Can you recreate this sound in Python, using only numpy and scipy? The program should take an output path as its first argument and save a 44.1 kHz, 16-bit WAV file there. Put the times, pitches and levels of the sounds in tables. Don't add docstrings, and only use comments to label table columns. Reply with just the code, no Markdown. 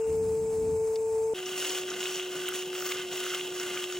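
import sys
import numpy as np
from scipy import signal
from scipy.fft import rfft, irfft
from scipy.io import wavfile
from scipy.ndimage import uniform_filter1d

SR = 44100
rng = np.random.default_rng(int(sys.argv[2]) if len(sys.argv) > 2 else 0)


def nominal_scale(level):
    x = np.asarray(level, float) / 20
    return 10 ** x


def transcribe(u):
    v = np.clip(np.atleast_2d(u).T, -1, 1)
    q = np.round(v * 32767).astype(np.int16)
    wavfile.write(sys.argv[1], SR, q)


N = 175959

# [t/s, gear tone f/Hz, level/dB, octave level/dB]
FREE_MOTOR = [
    (0, 444, -28, -52),
    (.5, 443.5, -28.5, -53),
    (1.34, 445.2, -28, -46.5),
]
# [t/s, gear tone f/Hz, level/dB, octave level/dB]
LOADED_MOTOR = [
    (1.33, 368.8, -38.5, -53.5),
    (2.1, 366, -38, -58),
    (2.6, 367.3, -37.5, -56),
    (3.1, 365.8, -38.5, -58),
    (4, 362.7, -38, -61),
]
# [f/Hz, level/dB per Hz]
FREE_WASH = [(60, -5.5), (300, -10), (760, -5), (1300, -16.5), (3300, -29), (7600, -16), (10500, -13),
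             (15500, -24)]
# [f/Hz, level/dB per Hz]
LOADED_WASH = [(25, -11.5), (80, -14.5), (150, -2), (330, -3), (490, -2), (1000, -10)]
# [f/Hz, width/Hz, level/dB]
WHINES = [(2235, 20, -3.5), (2540, 270, -10.5), (5076, 25, -2.5), (6500, 27, -19), (6310, 35, 1.5),
          (7200, 71, 2.5), (7650, 50, 1), (7960, 130, 2.5), (7660, 49, -5.5), (15400, 300, -9)]
# [t/s, level/dB]
STIR_LEVEL = [
    (0, -68),
    (.06, -51.5),
    (.1, -41.5),
    (.45, -42.5),
    (.72, -40),
    (.8, -50),
    (.95, -56.5),
    (1.2, -52.5),
    (1.33, -56),
]
# [f/Hz, level/dB]
STIR_COLOUR = [(25, -46), (50, -6), (100, -3.5), (240, -7.5), (370, -16.5), (600, -41)]
# [f/Hz, width/Hz, level/dB]
STIR_BOOMS = [(54.7, 5.4, -4.5), (87.3, 5.4, 9), (107, 6.3, -7), (151, 17, 5), (193.5, 6.7, -3),
              (227, 12, -3), (338, 54, -4)]
# [t/s, length/s, rib level/dB, dish level/dB, fizz level/dB]
HIGH_SPOTS = [(1.317, 0.068, 4.5, 5.5, 3), (1.462, 0.1, 4, 7.5, 5.5), (1.567, 0.22, 7.5, 9, 11.5),
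              (1.88, 0.12, 3.5, 9, 5), (1.998, 0.18, 6, 7.5, 9), (2.179, 0.05, 6, 7, 1.5),
              (2.311, 0.15, 3, 8.5, 5), (2.456, 0.12, 3, 5.5, 2.5), (2.537, 0.065, 6, 2, 7.5),
              (2.736, 0.11, 2, 6.5, 6.5), (2.854, 0.088, 5.5, 11, 9.5), (2.959, 0.059, 9, 10, 3),
              (3.114, 0.1, 6.5, 9, 8), (3.228, 0.15, 7.5, 11, 8.5), (3.39, 0.088, 5.5, 3.5, 3),
              (3.534, 0.079, 2.5, 5, 5), (3.604, 0.11, 5.5, 10.5, 6.5), (3.714, 0.12, 6.5, 10, 6.5),
              (3.894, 0.085, 3.5, 5, 5)]
# [f/Hz, width/Hz, level/dB]
DISH_TONES = [(1132, 61, -12), (1214, 61, -5), (1418, 87, -4), (1480, 96, -0.5), (1810, 170, -13),
              (2038, 48, -4), (2142, 29, -6.5)]
# [f/Hz, width/Hz, level/dB]
RIB_TONES = [(2460, 210, -10), (2708, 82, 5), (2769, 96, 4), (2833, 46, 7.5), (2940, 100, 1.5),
             (3102, 54, 5), (3324, 63, 0.5), (3895, 260, -6)]
# [f/Hz, level/dB per Hz]
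FIZZ_COLOUR = [(60, -61), (300, -14), (500, -12), (950, -15), (2300, -21), (4500, -13.5), (8300, -28),
               (15500, -15.5)]
# [f/Hz, width/Hz, level/dB]
FIZZ_TONES = [(5100, 260, -20.5), (5750, 133, -10), (6030, 67, -13.5), (6650, 293, -9.5),
              (7730, 470, -15.5), (10560, 1250, -12)]
# [t/s, peak level/dB]
RIB_CATCHES = [(1.4022, -29), (1.4285, -33), (1.4912, -31), (1.604, -28), (1.6282, -28), (1.6477, -26),
               (1.653, -23), (1.7057, -25), (1.7417, -38), (1.7834, -26), (1.835, -28), (1.9396, -27),
               (2.0107, -27), (2.0283, -29), (2.0288, -25), (2.0556, -17.5), (2.08, -33), (2.0932, -27.5),
               (2.117, -35), (2.1685, -30), (2.1969, -22.5), (2.2154, -32), (2.3416, -33), (2.4715, -29),
               (2.4822, -21), (2.5376, -34), (2.5445, -44), (2.5583, -35), (2.6195, -30), (2.7516, -28),
               (2.7796, -26.5), (2.9145, -31), (2.92, -20), (3.1256, -28), (3.3403, -29.5), (3.346, -29),
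               (3.395, -27), (3.411, -23), (3.487, -38), (3.5987, -32.5), (3.7115, -31), (3.725, -34),
               (3.7401, -32), (3.7738, -20), (3.7751, -26), (3.8065, -33), (3.8407, -23), (3.9006, -28),
               (3.924, -28.5), (3.9707, -28)]
# [t/s, peak level/dB]
DISH_CATCHES = [(1.3668, -53), (1.6247, -30), (1.734, -51), (1.764, -43), (1.8978, -41), (1.9166, -32),
                (1.975, -42), (2.3295, -52), (2.3591, -35.5), (2.3876, -40), (2.448, -35), (2.488, -30.5),
                (2.5225, -30), (2.7302, -34.5), (2.752, -33), (2.7826, -36), (2.8065, -32.5), (2.8233, -28),
                (2.871, -34.5), (2.9103, -36.5), (2.965, -36), (3.2133, -40), (3.244, -38), (3.2644, -27),
                (3.319, -32), (3.3374, -25), (3.5982, -29.5), (3.6625, -36), (3.7675, -30), (3.924, -34)]
# [t/s, peak level/dB]
EDGE_CATCHES = [(1.4586, -30), (1.624, -29), (1.6946, -25.5), (1.902, -27), (2.004, -38), (2.157, -26),
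                (2.5446, -37), (2.82, -30.5), (2.8649, -29), (2.89, -26.5), (2.9697, -30), (3.1243, -35),
                (3.1313, -29), (3.2963, -31), (3.347, -27), (3.5523, -38), (3.5803, -35), (3.5977, -27.5),
                (3.777, -39), (3.923, -29.5)]
# [t/s, peak level/dB]
SNAPS = [
    (1.345, -36),
    (1.706, -25.5),
    (2.4878, -14.5),
    (2.8914, -32),
    (2.9135, -28),
    (3.1714, -17),
    (3.3463, -32),
    (3.5977, -26),
    (3.8402, -32),
]
# [f/Hz, width/Hz, level/dB]
RIB_KNOCK = [(2950, 600, 0), (3900, 600, -8)]
# [f/Hz, width/Hz, level/dB]
DISH_KNOCK = [(1480, 200, 0), (1220, 150, -4), (2080, 300, -12)]
# [f/Hz, width/Hz, level/dB]
EDGE_KNOCK = [(5430, 440, 1.5), (6800, 410, 1), (4630, 600, -13)]
BUMP_TIMES = [1.68, 3.5, 1.91]
# [f/Hz, side minus mid level/dB]
PORT_GAP = [(100, -18), (460, -30.5), (650, -4.5), (1300, -12.5), (1900, -16), (2900, -8.5), (3950, -17.5),
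            (5000, -3), (6500, -3.5), (9800, 5.5)]
SUDDEN_TIMES = [1.347, 2.488]

CUT_S, FADE_IN_S, FREE_LEFT_DB = 1.3365, 0.021, 1.8
WAVER_HZ, WAVER_DB = 0.89, .5
WHINE_DB, WASH_FREE_DB, WASH_LOADED_DB, AIR_DB = -52.5, -47.5, -52.5, -65
LAST_TOUCH_S, LAST_TOUCH_DB, TICK_S, TICK_DB = 0.13, -58.5, .956, -25.5
RIB_DB, DISH_DB, FIZZ_DB = -46, -54, -45.5
GRAINS_PER_S, GRAIN_SPREAD_DB, GRAIN_SHARE = 600, 5.5, 0.41
CHATTER_DB, SWAY_DB, TOP_SWAY_DB = 1.5, .6, 0.5
EDGE_S, RELEASE_S = .02, 0.038
SHEEN_S, SHEEN_DB, SHEEN_WIDTH_S = 2.84, 7, .08
GRIT_DB, RIB_T60, DISH_T60, EDGE_T60, SNAP_T60 = 0.5, 0.015, 0.028, 0.019, .008
RUB_DB, RUB_WIDTH_S = -51.5, 0.064
LOW_CUT_HZ, EDGE_HZ = 25, 15850
PORT_NULL_HZ, PORT_TOP_HZ, PORT_TOP_DB = 11960, 14160, 3.5
MASK_DB, MASK_FROM_HZ, MASK_JITTER_DB = -14, 1300, 3
QUIET_DB, WEAK_DB, LOOSE = -61.5, -8.5, .8


def evened(x):
    return x / np.sqrt(np.mean(x ** 2) + 1e-20)


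def read(points, hz):
    f, value = np.transpose(points)
    return np.interp(np.log(hz + 1), np.log(f + 1), value)


def curve(table, col):
    return np.interp(np.arange(N) / SR, np.array(table)[:, 0], np.array(table)[:, col])


def hiss():
    return rng.standard_normal(N)


def coloured(x, points):
    return irfft(rfft(x) * nominal_scale(read(points, np.fft.rfftfreq(N, 1 / SR))), N)


def resonate(x, peaks):
    out = np.zeros(len(x))
    for k, (hz, width, db) in enumerate(peaks):
        ring = signal.lfilter(*signal.iirpeak(hz, hz / width, SR), x)
        out += (-1) ** k * nominal_scale(db) * ring
    return out


def slow(top_hz):
    t = np.arange(0, N + 64, 64) / SR
    f = np.geomspace(top_hz / 20, top_hz, num=30)[:, None]
    waves = np.sin(2 * np.pi * (f * t + rng.random((30, 1)))) / f ** 0.22
    return evened(np.interp(np.arange(N) / SR, t, waves.sum(0)))


def add(mix, s, sound):
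    part = mix[round(s * SR):][:len(sound)]
    part += sound[:len(part)]


def hump(s, width_s):
    return np.exp(-((np.arange(N) / SR - s) / width_s) ** 2)


def motor(table):
    turn = 2 * np.pi * np.cumsum(curve(table, 1) + WAVER_HZ * slow(9.8)) / SR
    tone = nominal_scale(curve(table, 2) + WAVER_DB * slow(30)) * np.sin(turn)
    octave = nominal_scale(curve(table, 3) + 0.75 * slow(20)) * np.sin(2 * turn + 1.06)
    return np.sqrt(2) * (tone + octave)


def motor_whine():
    return nominal_scale(WHINE_DB) * evened(resonate(hiss(), WHINES))


def free_wash():
    return nominal_scale(WASH_FREE_DB + 1.3 * slow(60)) * evened(coloured(hiss(), FREE_WASH))


def stirred_air():
    air = coloured(hiss(), STIR_COLOUR)
    boom = resonate(air, STIR_BOOMS)
    return nominal_scale(curve(STIR_LEVEL, 1) + 0.98 * slow(25)) * evened(0.59 * air + boom)


def rasp():
    size_db = GRAIN_SPREAD_DB * np.minimum(rng.exponential(1, N), 4)
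    grains = nominal_scale(size_db) * (rng.random(N) < GRAINS_PER_S / SR)
    grains *= rng.choice([-1., 1.], N)
    return GRAIN_SHARE * evened(grains) + hiss()


def last_touch():
    touching = np.arange(N) < LAST_TOUCH_S * SR
    return nominal_scale(LAST_TOUCH_DB) * touching * evened(resonate(rasp(), DISH_TONES + RIB_TONES[:3]))


def fingertip_tick():
    out, u = np.zeros(N), np.arange(600) / SR
    puff = nominal_scale(TICK_DB - 60 * u / 0.036) * np.minimum(u / 0.0022, 1) * rng.standard_normal(600)
    tones = [(2100, 500, -8), (2900, 500, -4), (3700, 300, -1),
             (4800, 250, 2), (5500, 250, 0), (6700, 400, -2)]
    add(out, TICK_S, resonate(puff, tones))
    return out


def free_wheel():
    return last_touch() + motor_whine() + free_wash() + stirred_air() + fingertip_tick()


def loaded_wash():
    wash = evened(coloured(hiss(), LOADED_WASH + [(2500, -70)]))
    wash = wash + resonate(hiss(), [(494.3, 14.0, 20), (695, 14, 21)])
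    return nominal_scale(WASH_LOADED_DB + 2.4 * slow(26)) * wash


def loaded_air():
    return nominal_scale(AIR_DB) * evened(coloured(hiss(), FIZZ_COLOUR))


def pressure(col):
    t, out = np.arange(N) / SR, np.zeros(N)
    for row in HIGH_SPOTS:
        out += row[col] * ((t > row[0]) & (t <= row[0] + row[1]))
    keep = np.exp(-1 / (RELEASE_S * SR))
    out = np.maximum(out, signal.lfilter([1 - keep], [1, -keep], out))
    return uniform_filter1d(out, max(round(EDGE_S * SR), 1))


def ringing(force, chatter, level_db, col, tones):
    level = level_db + pressure(col) + chatter + SWAY_DB * slow(40)
    return nominal_scale(level) * evened(resonate(rasp() + force, tones))


def clay_fizz(force, chatter):
    shaved = coloured(force, FIZZ_COLOUR) + 1.75 * resonate(force, FIZZ_TONES)
    level = FIZZ_DB + pressure(col=4) + 0.61 * chatter + 0.094 * slow(40)
    fizz = nominal_scale(level) * evened(shaved)
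    top = coloured(fizz, [(7000, -30), (9000, 0)])
    fizz = fizz + top * (nominal_scale(TOP_SWAY_DB * slow(15)) - 1)
    sheen = nominal_scale(SHEEN_DB * hump(SHEEN_S, SHEEN_WIDTH_S)) - 1
    return fizz + sheen * coloured(fizz, [(11500, -29), (13000, 3)])


def catches(table, t60, body):
    out, u = np.zeros(N), np.arange(1500) / SR
    fade = nominal_scale(-60 * u / t60) * np.minimum(u * 3000, 1)
    click = 2.3 * (abs(u - .0005) < 1e-4)
    for (s, db), noise in zip(table, rng.standard_normal((len(table), 1500))):
        ring = body(fade * (noise + click))
        add(out, s, nominal_scale(db + GRIT_DB) * ring / abs(ring).max())
    return out


def grit():
    snaps = catches(SNAPS, SNAP_T60, lambda x: np.diff(x, n=2, prepend=[0, 0]))
    rib = catches(RIB_CATCHES, RIB_T60, lambda x: resonate(x, RIB_KNOCK))
    dish = catches(DISH_CATCHES, DISH_T60, lambda x: resonate(x, DISH_KNOCK))
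    edge = catches(EDGE_CATCHES, EDGE_T60, lambda x: resonate(x, EDGE_KNOCK))
    return snaps + rib + dish + edge


def scrape():
    chatter = CHATTER_DB * slow(330)
    force = rasp()
    rib = ringing(force, chatter, RIB_DB, 2, RIB_TONES)
    dish = ringing(force, chatter, DISH_DB, 3, DISH_TONES)
    fizz = clay_fizz(force, chatter)
    return coloured(rib + dish + fizz + grit(), [(40, -30), (300, 0)])


def bump_rub():
    bump = sum(hump(s, RUB_WIDTH_S) for s in BUMP_TIMES)
    return nominal_scale(RUB_DB) * bump * evened(resonate(hiss(), [(308, 37, 4), (480, 140, -3)]))


def loaded_wheel():
    return motor(LOADED_MOTOR) + loaded_wash() + loaded_air() + scrape() + bump_rub()


def scene():
    t = np.arange(N) / SR
    lean = nominal_scale([[FREE_LEFT_DB / 2], [-FREE_LEFT_DB / 2]])
    free = free_wheel() + motor(FREE_MOTOR) * lean
    fade_in = np.clip((t - CUT_S) / FADE_IN_S, 0, 1)
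    return np.where(t < CUT_S, free, fade_in * loaded_wheel())


def masked(pair):
    hz, t, z = signal.stft(pair, SR, nperseg=2048, noverlap=1024)
    blur = LOOSE * (hz > 550)[:, None] * rng.standard_normal(z.shape[1:])
    z = z * np.exp(1j * blur * [[[0]], [[1]]])
    strength = abs(z) ** 2
    band = np.cumsum(1 / (6 + np.arange(1025) // 30)).astype(int)
    member = band[:, None] == np.arange(band[-1] + 1)
    power = np.einsum('cft,fb->cbt', strength, member / member.sum(0))
    hidden = power[::-1] * nominal_scale(2 * MASK_DB)
    quiet = strength.sum((0, 1)) * nominal_scale(2 * QUIET_DB)
    jitter = uniform_filter1d(rng.standard_normal(power.shape), size=2)
    floor = np.maximum(hidden, quiet) * nominal_scale(2 * MASK_JITTER_DB * jitter)
    heard = (power > floor)[:, band]
    strong = strength > power[:, band] * nominal_scale(2 * WEAK_DB)
    sudden = abs(t[:, None] - SUDDEN_TIMES).min(1) < .012
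    keep = heard & strong | (hz < MASK_FROM_HZ)[:, None] | sudden
    return signal.istft(z * keep, nperseg=2048, noverlap=1024)[1][:, :N]


def roll_off(x):
    return signal.sosfilt(signal.butter(12, 16510, fs=SR, output="sos"), x)


def record(dry):
    hz = np.fft.rfftfreq(N, 1 / SR)
    passed = (hz < EDGE_HZ) * hz ** 2 / (hz ** 2 + LOW_CUT_HZ ** 2)
    centre = rfft(dry.mean(0)) * passed
    lean = rfft(dry[0] - dry[1]) * passed / 2
    gap = PORT_GAP + [(PORT_NULL_HZ, 30), (PORT_TOP_HZ, PORT_TOP_DB)]
    angle = np.arctan(nominal_scale(read(gap, hz)))
    mid = centre * np.cos(angle)
    side = centre * np.sin(angle) * 1j + lean * np.cos(angle)
    mid, side = masked(np.array([irfft(mid, N), irfft(side, N)]))
    return roll_off(np.array([mid + side, mid - side]))


dry = scene()
out = record(dry)
transcribe(out)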